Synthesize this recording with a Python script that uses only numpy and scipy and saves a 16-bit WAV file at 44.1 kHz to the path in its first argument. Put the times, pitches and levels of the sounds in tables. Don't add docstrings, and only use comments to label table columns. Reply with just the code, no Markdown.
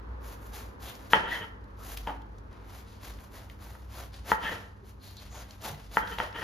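import sys
import numpy as np
from scipy import signal
from scipy.fft import rfft, irfft
from scipy.io import wavfile
from scipy.ndimage import uniform_filter1d

SR = 44100
rng = np.random.default_rng(int(sys.argv[2]) if len(sys.argv) > 2 else 0)


def waveform_to_disk(signal):
    frames = np.transpose(np.atleast_2d(signal))
    scaled = np.clip(frames, -1, 1) * 32767
    samples = np.round(scaled).astype(np.int16)
    wavfile.write(sys.argv[1], SR, samples)


N = 283959
T = np.arange(N) / SR

# frequency in Hz, relative density in dB per Hz.
AIR_SPECTRUM = [(24, -26.5), (40, 4.5), (65, 8.5), (110, 4), (165, -8.5), (270, -2.5), (360, -8), (470, -7),
                (700, -17), (950, -11), (1600, -18.5), (2300, -30.5), (5000, -44.5), (15000, -84.5)]
# time in seconds, relative level in dB, mean pitch in Hz.
HUM_CURVE = [(0.0, -41.5, 54.9), (0.68, -46, 53.74), (0.81, -62, 57.6), (0.84, -43, 61), (0.9, -55, 58.8),
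             (1.22, -53, 53.3), (2.29, -42, 53.2), (2.54, -55.5, 53), (2.72, -46.5, 55.6),
             (2.83, -57, 64.9), (2.92, -52, 65.3), (3.08, -54, 55.9), (3.19, -43, 56.0), (3.3, -54, 55.4),
             (3.68, -47, 61.74), (4.02, -40.5, 61.36), (4.86, -56.5, 58.6), (5.09, -57, 55.24),
             (5.38, -51, 59.2), (5.54, -51, 54.5), (6.38, -50.5, 52.77), (6.44, -58, 52)]
# mean frequency in Hz, level in dB.
HUM_LINES_HZ_DB = [(98, -57.5), (120, -77), (199, -63)]
# start in seconds, speeding up in seconds, slowing down in seconds,
# crunch in dB, juicy fizz relative to the crunch in dB, hollow body of the head relative to the crunch in dB.
SAW_STROKES = [(0.181, 0.13, 0.1, -58.5, 1.5, 2), (0.36, 0.1, 0.11, -64.5, 2.5, 1),
               (0.51, 0.047, 0.15, -51, 0, -0.5), (0.785, 0.063, 0.21, -52.5, -0.5, -0.5),
               (0.96, 0.1, .13, -64.5, -4, 1), (1.09, 0.042, 0.031, -44, -2.5, -3.5),
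               (1.135, 0.028, 0.13, -48.5, -14, 13), (1.248, .095, 0.14, -51, -4.5, 3),
               (1.745, 0.19, 0.04, -52.5, 2, -1.5), (1.959, .015, 0.18, -54.5, -4.5, -4.5),
               (2.061, 0.017, 0.1, -60, -4.5, 18), (2.47, 0.078, 0.35, -72, -11, 12),
               (2.59, 0.2, 0.071, -59.5, -2, 0), (2.81, 0.11, 0.17, -61.5, -9, -6),
               (2.995, 0.057, 0.15, -54, -2.5, -1), (3.12, 0.12, 0.095, -66, 0, 3),
               (3.285, 0.081, 0.13, -58.5, -1, 3), (3.46, 0.057, 0.1, -66, -3, 0.5),
               (3.57, 0.078, 0.29, -61, -0.5, 2), (3.859, .155, 0.087, -53, -2, 1.5),
               (4.11, 0.033, 0.15, -56, -12, -5.5), (4.23, 0.084, 0.067, -46.5, -1.5, 1),
               (4.35, .14, 0.19, -50, -7, 3.5), (4.82, 0.079, 0.069, -63.5, -2, -5),
               (4.98, 0.098, 0.15, -58, -2, -5.5), (5.14, 0.089, 0.13, -58, -7, -5),
               (5.27, 0.13, 0.1, -54, -5, 2), (5.47, 0.036, 0.18, -61.5, -5, 1),
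               (5.595, 0.073, 0.095, -45.5, -2, -0.5), (5.73, 0.067, 0.22, -61, -8, -2.5),
               (5.885, 0.088, 0.077, -49, -3, -3), (6.0, 0.12, 0.17, -55.5, -4.5, -9),
               (6.174, 0.026, 0.13, -48.5, -7.5, 7.5), (6.31, 0.11, 0.26, -53, -7, 0)]
# frequency in Hz, relative gain in dB.
TEAR_SPECTRUM = [(100, 7), (300, 6.5), (700, 11.5), (1100, 8.5), (1800, 5.5), (2400, 3), (3200, 2.5),
                 (4200, 2), (6500, -3), (8000, -7.5), (10000, -4.5), (14000, -43.5)]
# frequency in Hz, relative gain in dB.
FIZZ_SPECTRUM = [(3000, -43), (6500, -0.5), (8500, -6), (11000, 0), (13000, 0), (15700, -6.5)]
# start in seconds, length in seconds, level in dB,
# starting pitch in Hz, ending pitch in Hz, relative width in Hz.
BLADE_SQUEAKS = [(0.845, 0.087, -50.5, 3370, 3170, 800), (1.108, 0.081, -35, 1677, 1670, 60),
                 (1.296, 0.086, -33.5, 1830, 1940, 199), (1.277, 0.097, -43.5, 3080, 3270, 1090),
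                 (1.787, 0.063, -54, 1286, 1240, 130), (2.081, 0.038, -36.5, 940, 880, 318),
                 (4.419, .12, -36, 1760, 1870, 220), (4.413, 0.099, -43.5, 3000, 2940, 802),
                 (4.99, 0.17, -59.5, 4180, 4350, 800), (5.162, 0.045, -53, 4105, 4050, 600),
                 (5.29, 0.15, -55.5, 6800, 6200, 1190), (5.334, 0.057, -54, 910, 922, 130),
                 (5.643, 0.052, -40, 890, 780, 259), (5.978, 0.17, -45.5, 1626, 1396, 218.6),
                 (6.36, 0.24, -42.5, 1830, 1920, 190)]
# time in seconds, relative peak in dB, centre in Hz,
# treble relative to the body in dB.
RIB_SNAPS = [(0.9514, -39, 4430, -6), (1.6402, -56.5, 4540, -1), (1.9726, -25, 2730, 1),
             (2.2185, -45, 2550, -11), (2.383, -46.5, 6160, -17.5), (2.5274, -51, 4450, -4),
             (3.1373, -45, 4500, -5), (3.187, -41.5, 2200, -12), (3.498, -37, 2300, -7),
             (3.7503, -52, 6955, -5), (4.141, -39, 3036, -16), (5.168, -35.5, 4994, -7),
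             (5.5073, -34.5, 4300, -26), (5.62, -37.5, 5500, -12), (5.7438, -36.5, 2754, -13),
             (6.074, -30, 2880, -17), (6.185, -25, 2400, -10), (6.326, -39, 2870, -24)]
# time in seconds, force in dB, sharpness of the blow in Hz,
# boost of the modes at 1-2 kHz in dB, ring time as a factor.
BLADE_KNOCKS = [(1.1335, -1.5, 4260, 0.5, 1.02), (2.0729, -15, 2330, -14.5, 1.08),
                (2.096, -27, 2400, -7.5, 1.3), (3.751, -37.5, 1790, 1.5, 0.87),
                (4.3173, -3, 1720, 0.5, 0.74), (5.9702, -4.5, 1930, 2, 0.7), (6.072, -36, 3060, 2, 1),
                (6.1845, -17.5, 4000, -2, 0.38), (6.1964, -23, 2410, -8, 0.47),
                (6.201, -13, 2770, 0.5, 0.77), (6.327, -44, 3980, -5, 0.93)]
# frequency in Hz, height in dB,
# t60 in seconds at a ring factor of 1.
BOARD_MODES = [(194, -27, 0.12), (290, -19, 0.037), (461, -18.5, 0.056), (725, -23.5, 0.043),
               (873, -17, 0.16), (938, -10, 0.044), (1234, -14, 0.016), (1352, -12, 0.037),
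               (1564, -10.5, 0.011), (1770, -10, 0.011), (1882, -11.5, 0.025), (2660, -24.5, 0.023),
               (3123, -9.5, 0.0094)]
# frequency in Hz, gain in dB.
BOARD_RADIATION = [(40, -29.5), (160, -3), (350, -9), (450, -1.5), (1900, 1), (2200, 2.5), (2800, 4),
                   (3400, 3), (4200, -3), (8000, -17)]
# start in seconds, speeding up in seconds, slowing down in seconds,
# relative level in dB, sharpness of the slips in Hz.
EDGE_DRAGS = [(1.19, 0.088, 0.12, -38, 3240), (1.26, 0.11, 0.104, -37.5, 4340),
              (1.39, .022, .025, -39.5, 1500), (4.25, 0.051, 0.075, -43, 2500), (4.34, .14, .15, -35, 3000),
              (4.47, .04, .075, -38, 1050), (5.605, 0.081, 0.11, -44.5, 630),
              (5.99, 0.049, 0.089, -38.5, 1300), (6.09, 0.064, 0.031, -41, 3220),
              (6.19, 0.067, 0.096, -40, 2720), (6.31, 0.066, 0.22, -39.5, 3370)]
# time in seconds, relative level in dB, pitch in Hz, t60 in seconds.
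HEAD_THUMPS = [(2.085, -40.5, 279, 0.16), (4.825, -48, 391, 0.13), (5.701, -35, 100, 0.15),
               (5.717, -39, 148, 0.13)]
# frequency in Hz, lead of the left in radians.
PORT_LEAD = [(0, 0), (400, 0), (750, .4), (1250, -.4), (1900, .1), (3000, .8), (4800, .3), (5900, -1),
             (6700, -.7), (7800, -3), (8800, -3.2), (11200, -6.2), (13000, -6.3), (14700, -9.3)]
# frequency in Hz, left minus right in dB.
PORT_TILT = [(300, -2), (600, 0.5), (950, 4), (1400, 0.5), (2000, 2), (3200, 3.5), (6000, 3.5),
             (8000, -0.5)]
# frequency in Hz, t60 in seconds.
ROOM_DECAY = [(150, .5), (500, 0.69), (1500, 0.57), (3500, 0.35), (8000, 0.037), (15000, 0.17)]

WASH_START_DB, WASH_SINK_DB_PER_S = 4.5, 2.12
STROKE_RISE_EXPONENT, STROKE_FADE_DB, STROKE_FADE_EXPONENT = 1.83, -19, 1.35
RESTING_DB, RESTING_FIZZ_DB = -77.5, -10
FIZZ_EXPONENT = 1.18
BAND_EDGE_HZ = 15800


def gain_of(db):
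    return 10 ** (np.asarray(db) / 20)


def evened(x):
    return x / np.sqrt(np.mean(x ** 2) + 1e-20)


def read(points, hz):
    f, value = np.transpose(points)
    return np.interp(np.log(hz + 1), np.log(f + 1), value)


def follow(rows):
    s, *columns = np.transpose(rows)
    return [np.interp(T, s, c) for c in columns]


def add(mix, s, sound):
    part = mix[max(round(s * SR), 0):][:len(sound)]
    part += sound[:len(part)]


def colour(x, points):
    gain = gain_of(read(points, np.fft.rfftfreq(N, 1 / SR)))
    return irfft(rfft(x) * gain, N)


def drift(rate_hz):
    knot_s = np.arange(0, T[-1] + 1, .5 / rate_hz)
    wander = np.interp(T, knot_s, rng.standard_normal(len(knot_s)))
    return evened(uniform_filter1d(wander, int(SR * .5 / rate_hz)))


def crackle(per_s, spread_db):
    size = gain_of(spread_db * np.minimum(rng.exponential(1, N), 4))
    sign = rng.choice([-1, 1], N)
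    return evened(size * sign * (rng.random(N) < per_s / SR))


def stroke(start_s, rise_s, fall_s):
    speeding = np.sin(np.pi / 2 * np.clip((T - start_s) / rise_s, 0, 1)) ** STROKE_RISE_EXPONENT
    stalling = np.clip((T - start_s - rise_s) / fall_s, 0, 10) ** STROKE_FADE_EXPONENT
    return speeding * gain_of(STROKE_FADE_DB * stalling)


def air(level_db=-50.0, side_highpass_hz=700, side_gain=1.54, rumble_hz=250):
    mid, side = colour(rng.standard_normal((2, N)), AIR_SPECTRUM)
    side = side_gain * signal.lfilter(*signal.butter(1, side_highpass_hz, "high", fs=SR), side)
    noise = gain_of(level_db) * np.array([mid + side, mid - side]) / mid.std()
    rumble = signal.filtfilt(*signal.butter(2, rumble_hz, fs=SR), noise)
    wash_gain = gain_of(WASH_START_DB - WASH_SINK_DB_PER_S * T)
    return rumble + wash_gain * (noise - rumble)


def sine(hz):
    return np.sqrt(2) * np.sin(2 * np.pi * np.cumsum(hz) / SR)


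def hum(trim_db=-1.0, throb_db=3.0, waver_hz=3, line_throb_db=0.34, line_waver_hz=1.5):
    db, hz = follow(HUM_CURVE)
    level = gain_of(db + trim_db + throb_db * drift(rate_hz=9.8))
    out = level * sine(hz + waver_hz * drift(rate_hz=9))
    for line_hz, line_db in HUM_LINES_HZ_DB:
        level = gain_of(line_db + line_throb_db * drift(rate_hz=3))
        out = out + level * sine(line_hz + line_waver_hz * drift(rate_hz=6))
    return out


def slicing(tear_db=5.5, fizz_db=2.5, fibre_db=-7, clump_db=1.5, body_hz=2200):
    crunch, hollow = np.full((2, N), gain_of(RESTING_DB))
    juicy = np.full(N, gain_of(RESTING_DB + RESTING_FIZZ_DB))
    for start_s, rise_s, fall_s, db, juice_db, body_db in SAW_STROKES:
        speed = stroke(start_s, rise_s, fall_s)
        crunch = np.hypot(crunch, gain_of(db) * speed)
        hollow = np.hypot(hollow, gain_of(db + body_db) * speed)
        juicy = np.hypot(juicy, gain_of(db + juice_db) * speed ** FIZZ_EXPONENT)
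    cells = crackle(per_s=8000, spread_db=3.0)
    fibres = gain_of(fibre_db) * crackle(per_s=350, spread_db=1.5)
    tear = gain_of(tear_db) * evened(colour(cells + fibres, TEAR_SPECTRUM))
    body = signal.filtfilt(*signal.butter(2, body_hz, fs=SR), tear)
    fizz = gain_of(fizz_db) * evened(colour(crackle(per_s=7400, spread_db=3.0), FIZZ_SPECTRUM))
    clumps = gain_of(clump_db * drift(rate_hz=70))
    return clumps * (crunch * (tear - body) + hollow * body + juicy * fizz)


def resonate(x, hz, width_hz):
    turn = np.exp(2j * np.pi * np.cumsum(hz) / SR)
    r = np.exp(-np.pi * width_hz / SR)
    return (turn * signal.lfilter([(1 - r) ** 2], [1, -2 * r, r * r], x / turn)).real


def squeaks(width_factor=1.18):
    out = np.zeros(N)
    for s, length_s, db, start_hz, end_hz, width_hz in BLADE_SQUEAKS:
        n = int(length_s * SR)
        glide_hz = np.linspace(start_hz, end_hz, n)
        tone = resonate(rng.standard_normal(n), glide_hz, width_factor * width_hz)
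        add(out, s, gain_of(db) * evened(tone) * np.sin(np.linspace(0, np.pi, n)))
    return out


def snaps(trim_db=-11, rise_s=0.0015, spray_hz=7500):
    out, t = np.zeros(N), np.arange(SR // 30) / SR
    burst = t / rise_s * np.exp(1 - t / rise_s)
    for s, db, hz, treble_db in RIB_SNAPS:
        low, high = rng.standard_normal((2, len(t)))
        body = evened(signal.lfilter(*signal.butter(2, [hz / 1.5, hz * 1.5], "band", fs=SR), low))
        spray = evened(signal.lfilter(*signal.butter(2, spray_hz, "high", fs=SR), high))
        add(out, s, gain_of(db + trim_db) * burst * (body + gain_of(treble_db) * spray))
    return out


def soften(x, hz):
    return signal.lfilter(*signal.butter(3, min(hz, SR / 3), fs=SR), x)


def spread(x, lag_hz=(800, 1350), q=2.6):
    for hz in lag_hz:
        a = signal.iirpeak(hz, q, SR)[1]
        x = signal.lfilter(a[::-1], a, x)
    return x


def board(upper_db, ring):
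    f, power = np.fft.rfftfreq(SR // 6, 1 / SR), 1e-8
    for hz, db, t60_s in BOARD_MODES:
        half_width_hz = np.log(1000) / (2 * np.pi * t60_s * ring)
        height = gain_of(db + upper_db * (1000 < hz < 2000)) * SR / (2 * np.pi)
        power = power + abs(height * hz / (hz ** 2 + (half_width_hz + 1j * f) ** 2)) ** 2
    log_gain = np.log(power) / 2 + np.log(gain_of(read(BOARD_RADIATION, f)))
    causal = np.conj(signal.hilbert(np.r_[log_gain, log_gain[-2:0:-1]]))
    return spread(np.fft.ifft(np.exp(causal)).real)


def knocks(tick_db=-42, tick_t60_s=0.014):
    out, t = np.zeros(N), np.arange(SR // 6) / SR
    for s, db, sharp_hz, upper_db, ring in BLADE_KNOCKS:
        tick = gain_of(tick_db - 60 * t / tick_t60_s) * rng.standard_normal(len(t))
        wood = soften(board(upper_db, ring), sharp_hz)
        add(out, s, gain_of(db) * (wood + tick))
    return out


def drags(trim_db=-1, dull_hz=600, bright_hz=4500, jerk_db=4.0):
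    dull, bright = np.zeros((2, N))
    for start_s, rise_s, fall_s, db, sharp_hz in EDGE_DRAGS:
        power = (gain_of(db) * stroke(start_s, rise_s, fall_s)) ** 2
        share = np.clip(np.log(sharp_hz / dull_hz) / np.log(bright_hz / dull_hz), 0, 1)
        dull = dull + (1 - share) * power
        bright = bright + share * power
    slips = crackle(per_s=2500, spread_db=2.0) * gain_of(jerk_db * drift(rate_hz=32))
    wood = signal.oaconvolve(slips, board(upper_db=0.5, ring=1.0))[:N]
    dull_wood = np.sqrt(dull) * evened(soften(wood, dull_hz))
    bright_wood = np.sqrt(bright) * evened(soften(wood, bright_hz))
    return gain_of(trim_db) * (dull_wood + bright_wood)


def thumps(trim_db=4.5, rise_s=0.0067):
    out, t = np.zeros(N), np.arange(SR // 4) / SR
    for s, db, hz, t60_s in HEAD_THUMPS:
        envelope = gain_of(db + trim_db - 60 * t / t60_s) * (1 - np.exp(-t / rise_s))
        add(out, s, envelope * np.sin(2 * np.pi * hz * t))
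    return out


def ports(x):
    hz = np.fft.rfftfreq(N, 1 / SR)
    lead_rad, tilt_db = np.interp(hz, *np.transpose(PORT_LEAD)), read(PORT_TILT, hz)
    left, right = gain_of(tilt_db / 2), gain_of(-tilt_db / 2) * np.exp(-1j * lead_rad)
    return irfft(rfft(x) * np.array([left, right]), N)


def kitchen(x, first_s=.007, early_db=2, early_t60_s=0.074, side_highpass_hz=950, side_gain=1.77):
    shape = (2, SR * 3 // 4)
    taps = rng.standard_normal(shape) * (rng.random(shape) < .15)
    hz, t, z = signal.stft(taps, SR, nperseg=256)
    late = gain_of(-60 * t / read(ROOM_DECAY, hz)[:, None])
    early = gain_of(early_db - 60 * t / early_t60_s)
    mid, side = signal.istft(z * (late + early), SR, nperseg=256)[1]
    side = side_gain * signal.lfilter(*signal.butter(1, side_highpass_hz, "high", fs=SR), side)
    tail = np.pad([mid + side, mid - side], ((0, 0), (int(first_s * SR), 0)))
    return signal.fftconvolve(x[None], tail / np.linalg.norm(tail[0]), axes=1)[:, :N]


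def moving_kitchen(x, cycles_per_s=2.5, count=3):
    out = 0
    for k in range(count):
        weight = np.sqrt(2 / count) * np.cos(np.pi * (cycles_per_s * T + k / count))
        out = out + kitchen(x * weight)
    return out


def scene(knock_room_db=-4, drag_room_db=-5, leaf_room_db=-8):
    leaves = slicing() + snaps()
    wood = knocks() + thumps()
    drag = drags() + squeaks()
    sent = gain_of(knock_room_db) * wood + gain_of(drag_room_db) * drag + gain_of(leaf_room_db) * leaves
    return ports(wood + drag + leaves) + moving_kitchen(sent) + hum() + air()


def record(dry):
    lowpass = signal.firwin(511, BAND_EDGE_HZ, window=("kaiser", 9), fs=SR)
    return signal.oaconvolve(dry, lowpass[None], "same")


dry = scene()
out = record(dry)
waveform_to_disk(out)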